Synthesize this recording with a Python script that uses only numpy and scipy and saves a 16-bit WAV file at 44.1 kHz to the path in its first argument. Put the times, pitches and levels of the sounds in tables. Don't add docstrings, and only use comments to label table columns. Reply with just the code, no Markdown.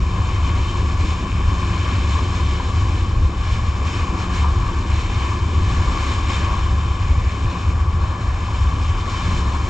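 import sys
import numpy as np
from scipy import signal
from scipy.fft import rfft, irfft, next_fast_len
from scipy.io import wavfile
from scipy.ndimage import uniform_filter1d

SR = 44100
rng = np.random.default_rng(int(sys.argv[2]) if len(sys.argv) > 2 else 0)


def generate_wav(sig):
    pcm = np.round(np.clip(np.atleast_2d(sig).T, -1, 1) * 32767).astype(np.int16)
    wavfile.write(sys.argv[1], SR, pcm)


N = 427329
TIME = np.arange(N) / SR
SIZE = next_fast_len(N, real=True)
FREQ = np.maximum(np.arange(SIZE // 2 + 1) * SR / SIZE, 1)

# (time [s], level above the usual [dB])
FLOW = [(0, -3.5), (.26, -0.2), (1.35, -1.1), (1.85, 2.5), (2.95, .6), (3.2, -4.5), (3.75, -1),
        (4.65, -1.6), (5.47, -1.6), (5.75, 3.5), (6.43, 2.5), (6.85, -2.5), (7.6, -1), (7.9, -6),
        (8.9, -0.6), (9.69, 0.7)]


def engine(shaft_hz, orders, drift, waver_db, rattle_db, uneven_db):
    # (frequency [Hz], width [Hz], level [dB])
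    hull_panels = [(180, 24, -6.5), (261.5, 30, -1), (329, 34, -2), (358, 19.7, -1), (424, 70, -11.5)]
    # (time [s], growl of the hull panels before rattle_db [dB])
    load = [(0, -41), (.95, -35.5), (1.8, -36.5), (3.27, -37), (3.47, -46), (4.05, -35.5), (4.95, -37.5),
            (5.6, -35), (6.6, -36.5), (7.15, -43), (7.62, -38), (8.45, -46.5), (9.69, -35)]
    turns = np.cumsum(shaft_hz * (1 + drift * walk(1.5))) / SR
    drone = 0
    for order, db in orders:
        amplitude = np.sqrt(2) * undb(db + waver_db * walk(4))
        drone = drone + amplitude * np.sin(2 * np.pi * (round(order) * turns + rng.random()))
    firing = np.diff(np.floor(3 * turns), prepend=0)
    kicks = firing * rng.uniform(-1.06, 1, N)
    rattle = unit(colour(kicks, np.sqrt(resonances(hull_panels))))
    rattle_level_db = curve(load) + rattle_db + uneven_db * walk(6)
    return drone + undb(rattle_level_db) * rattle


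def fifth_order_boom():
    # (start [s], length [s], level above the usual [dB])
    booms = [(-.1, 0.25, 9.5), (1.0, 0.75, 9.5), (4.14, 0.34, 11), (6.3, 0.11, 8), (8.07, .12, 7),
             (9.19, 0.086, 7)]
    usual_db = -42
    return usual_db + swells(booms, attack_s=.1, release_s=.14)


def wind(thump_db, flicker_db, eddy_s):
    # (frequency [Hz], relative density [dB per Hz])
    buffet_spectrum = [(3, -28.5), (9, -14.5), (20, -11), (35, -3.5), (55, 1), (72, 7), (92, 2.5),
                       (108, -5), (125, -11.5), (170, -20.5), (400, -72)]
    # (frequency [Hz], relative density [dB per Hz])
    flutter_spectrum = [(70, -27), (130, 2), (200, 2), (290, -3), (350, -5), (410, -10.5), (560, -10),
                        (700, -18.5), (1200, -40.5)]
    # (start [s], length [s], level above the steady wind [dB])
    gusts = [(.18, .5, 2.5), (.92, 0.19, 3.5), (1.31, 0.18, 3.5), (1.95, .52, 1.5), (2.54, .1, -3),
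             (2.72, .55, 5), (3.29, .05, -10), (3.87, 0.069, -7), (4.37, .26, 4), (4.87, .1, 3),
             (5.55, 0.42, 4), (5.9, 0.16, -6), (6.18, .11, -4), (6.52, 0.44, 1), (6.98, .29, 5.5),
             (7.31, 0.097, -11), (7.42, .06, 5.5), (7.65, .41, 3.5), (8.16, 0.1, -5.5), (8.41, 0.062, -4),
             (8.59, .38, 3.5), (9.01, 0.19, -5.5)]
    # (frequency [Hz], gain relative to the shared part [dB])
    wind_apart = [(60, -40.5), (120, -30), (200, -22), (300, -9.5), (500, -17)]
    buffet_db, flutter_db = -20.5, -34
    flutter_per_flow = .25
    gust_db = swells(gusts, attack_s=.03, release_s=0.028)
    buffet = colour(noise(), spectrum(buffet_spectrum))
    buffet /= np.sqrt(smooth(buffet ** 2, int(eddy_s * SR)))
    buffet *= undb(buffet_db + gust_db + thump_db * walk(18))
    flutter_level_db = flutter_db + flutter_per_flow * curve(FLOW) + flicker_db * walk(18)
    flutter = unit(colour(noise(), spectrum(flutter_spectrum))) * undb(flutter_level_db)
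    shared, apart = buffet + flutter
    return np.array([shared, colour(apart, undb(along_hz(wind_apart)))])


def water(case, slosh_db, dash_db):
    # (frequency [Hz], relative density [dB per Hz])
    churn_spectrum = [(200, -30.5), (450, 0), (800, -1), (1300, -1.5), (1700, 0), (2300, -7), (4000, -33)]
    splash_spectrum = [(900, -23), (1500, -5), (2200, -0.5), (3200, -1.5), (4200, -1.5), (5500, -18.5),
                       (8000, -27)]
    spray_spectrum = [(2000, -19), (3500, -3), (4700, -0.5), (7500, -1), (12000, -6.5)]
    # (start [s], length [s], level above the flow [dB])
    crests = [(.45, .27, 1.5), (.96, 0.15, 3.5), (2.09, 0.055, 2.2), (2.32, .06, 2.6), (3.4, 0.15, 4),
              (3.83, 0.17, 5), (4.15, .08, 4), (4.3, 0.1, 5.5), (4.87, 0.15, 4.5), (5.08, 0.25, 3.5),
              (5.99, .13, 2.5), (6.26, 0.13, 2.5), (8.18, 0.067, 3), (8.52, 0.063, 3), (9.06, .31, 3.5)]
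    # (time [s], rms level between crests [dB])
    roar = [(0, -35), (.3, -32.5), (1.3, -33), (1.6, -31.5), (2.6, -32), (3.3, -34.5), (3.8, -33.5),
            (4.05, -31), (4.42, -31), (4.6, -32.5), (5.6, -32.5), (5.78, -30), (6.58, -29.5), (6.66, -33),
            (8.05, -33), (8.65, -31.5), (9.69, -32)]
    splash_db, spray_db = -37.5, -43
    churn_per_crest, splash_per_wash, spray_per_wash = 0.19, 1, 0.88
    crest_db = swells(crests, attack_s=.04, release_s=.07)
    wash_db = curve(FLOW) + crest_db

    churn = noise() + undb(-13) * bubbles(
        per_s=900, low_hz=505, high_hz=1890, cycles=8.9, spread_db=-0.5, count=8)
    splash = noise() + undb(-8.0) * bubbles(
        per_s=2000, low_hz=1595, high_hz=4640, cycles=4.5, spread_db=0.0, count=8)
    spray = noise() + undb(-8.5) * bubbles(
        per_s=2500, low_hz=4100, high_hz=9000, cycles=3.5, spread_db=3.0, count=4)

    churn = unit(colour(churn, spectrum(churn_spectrum) * case))
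    churn *= undb(curve(roar) + churn_per_crest * crest_db)
    splash = unit(swirl(colour(splash, spectrum(splash_spectrum) * case), depth_db=1.23))
    splash *= undb(splash_db + splash_per_wash * wash_db)
    spray = unit(colour(spray, spectrum(spray_spectrum) * case))
    spray *= undb(spray_db + spray_per_wash * wash_db)
    return churn * undb(slosh_db * walk(14)) + (splash + spray) * undb(dash_db * walk(38))


def bubbles(per_s, low_hz, high_hz, cycles, spread_db, count=12):
    out = np.zeros((2, N))
    for hz in np.geomspace(low_hz, high_hz, count):
        ring_samples = SR * cycles / hz
        age = np.arange(int(ring_samples) + 2) / ring_samples
        ring = np.exp(-np.log(100) * age) * np.sin(2 * np.pi * cycles * age * (1 + 0.11 * age))
        births = rng.random((2, N)) < per_s / count / SR
        strength = np.minimum(rng.exponential(size=(2, N))[births], 4)
        kicks = np.zeros((2, N))
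        kicks[births] = undb(spread_db * strength)
        out += signal.oaconvolve(kicks, ring[None] / np.linalg.norm(ring), axes=1)[:, :N]
    return unit(out)


def swirl(x, depth_db, count=6):
    place = np.interp(np.log(FREQ), np.log([1600, 5000]), [0, count - 1])
    out = 0
    for k in range(count):
        band_gain = np.maximum(1 - abs(place - k), 0)
        out = out + colour(x, band_gain) * undb(depth_db * walk(7))
    return out


def slaps(case, rise_s):
    # (time [s], rms level at the peak before decay [dB], decay [s])
    hits = [(1.482, -29, 0.017), (2.14, -27, .04), (2.597, -23, 0.017), (4.441, -20.5, 0.035),
            (5.31, -24.5, 0.036), (8.037, -33, 0.011), (8.484, -30, 0.024), (8.722, -30, 0.014),
            (9.538, -22.5, 0.0083)]
    force = np.zeros(N)
    for start_s, db, decay_s in hits:
        age = np.maximum(TIME - start_s, 0)
        rise = np.minimum(age / rise_s, 1)
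        force += undb(db) * rise * np.exp(-np.maximum(age - rise_s, 0) / decay_s)
    thud = np.sqrt(resonances([(1040, 250, 0)]))
    return force * unit(colour(noise(), thud * case))


def case_response():
    # (frequency [Hz], width [Hz], level [dB])
    case_modes = [(781, 93, 5.5), (926, 81, 7), (1027, 58, 14.5), (1122, 93, 16), (1697, 200, 2.5),
                  (2387, 410, 3), (2945, 90, 0.5), (3103, 124, 3.5), (3597, 240, -2), (4170, 64, -1.5),
                  (5240, 410, -5.5), (7060, 390, -6.5)]
    # (frequency [Hz], level [dB])
    wall = [(300, 5), (650, -2.5), (1380, 1), (1930, -12.5), (2700, -9.5), (3300, -11), (4500, -8),
            (6500, -7.5), (7750, -10.5), (8000, -15.5), (9400, -26), (10300, -26), (11500, -33),
            (15000, -37)]
    # (frequency [Hz], level on the wall's scale [dB])
    leak = [(450, -19.5), (750, -7.5), (1100, -4), (1650, -10.5), (1950, -12), (3100, -7.5), (3500, -13),
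            (4200, -12), (5200, -27), (6000, -19), (7800, -26), (9400, -31.5), (10300, -31.5), (15000, -50)]
    shared = np.sqrt(undb(along_hz(wall)) ** 2 + resonances(case_modes))
    return np.array([shared, undb(along_hz(leak))])


def ports(pair):
    # (frequency [Hz], level [dB])
    balance = [(100, 0.87), (260, .5), (620, 3.5), (790, 0.5), (1050, 6.5), (1400, 6), (1850, -5),
               (2100, 4), (2700, 0), (3050, 3), (3800, -0.5), (6000, -2), (7500, 0), (10300, 3.5)]
    # (frequency [Hz], phase [rad])
    lead = [(150, 0), (700, -0.56), (1500, -0.22), (1900, -1.8), (2200, -.25), (3270, -0.8), (3620, -0.15),
            (3960, -1), (4500, 0.26), (8000, 0)]
    shared, apart = pair
    lean = undb(along_hz(balance) / 2) * np.exp(1j * along_hz(lead) / 2)
    return np.array([colour(shared + apart, lean), colour(shared - apart, 1 / lean)])


def noise():
    return rng.standard_normal((2, N))


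def walk(rate):
    k = int(SR / rate)
    steps = rng.standard_normal(N)[:N // k + 1]
    return unit(smooth(np.repeat(steps, k)[:N], k))


def resonances(modes):
    power = 0
    for hz, width, db in modes:
        power = power + undb(db) ** 2 / (1 + ((FREQ - hz) / width) ** 2 * 2) ** 2
    return power


def spectrum(points):
    return undb(along_hz(points)) * np.minimum(points[-1][0] / FREQ, 1) ** 2


def along_hz(points):
    hz, value = np.transpose(points)
    return np.interp(np.log(FREQ), np.log(hz), value)


def colour(x, gain):
    return irfft(rfft(x, SIZE) * gain, SIZE)[..., :N]


def swells(events, attack_s, release_s):
    level_db = 0
    for start_s, length_s, db in events:
        rise = (TIME - start_s) / attack_s
        fall = 1 + (start_s + length_s - TIME) / release_s
        level_db = level_db + db * np.clip(np.minimum(rise, fall), 0, 1)
    return level_db


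def curve(table):
    return np.interp(TIME, *np.transpose(table))


def smooth(x, k):
    return uniform_filter1d(uniform_filter1d(x, k), k)


def unit(x):
    return x / np.sqrt(np.mean(np.atleast_2d(x)[0] ** 2))


def undb(db):
    return 10 ** (np.asarray(db) / 20)


def scene():
    # (multiple of the shaft speed, rms level [dB])
    fast_orders = [(1, -31), (2, -28), (3, -35.5), (10, -54)]
    slow_orders = [(3, -31), (5, -50), (7, -57), (12, -55)]
    fast_hz, slow_hz = 35.23, 32.59
    case = case_response()
    pair = wind(thump_db=1.5, flicker_db=1.77, eddy_s=0.048)
    pair += water(case, slosh_db=0.73, dash_db=0.68)
    pair += slaps(case, rise_s=.003)
    fifth = [(5, fifth_order_boom())]
    pair[0] += engine(fast_hz, fast_orders + fifth,
                      drift=.005, waver_db=2.16, rattle_db=-2.0, uneven_db=1.2)
    pair[0] += engine(slow_hz, slow_orders,
                      drift=.002, waver_db=-0.8, rattle_db=-4.5, uneven_db=-0.1)
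    return ports(pair)


def record(dry):
    fade = np.minimum(TIME / .004, 1)
    treble_cut = signal.ellip(8, .2, 70, 15700, fs=SR, output="sos")
    return signal.sosfilt(treble_cut, dry * fade)


dry = scene()
out = record(dry)
generate_wav(out)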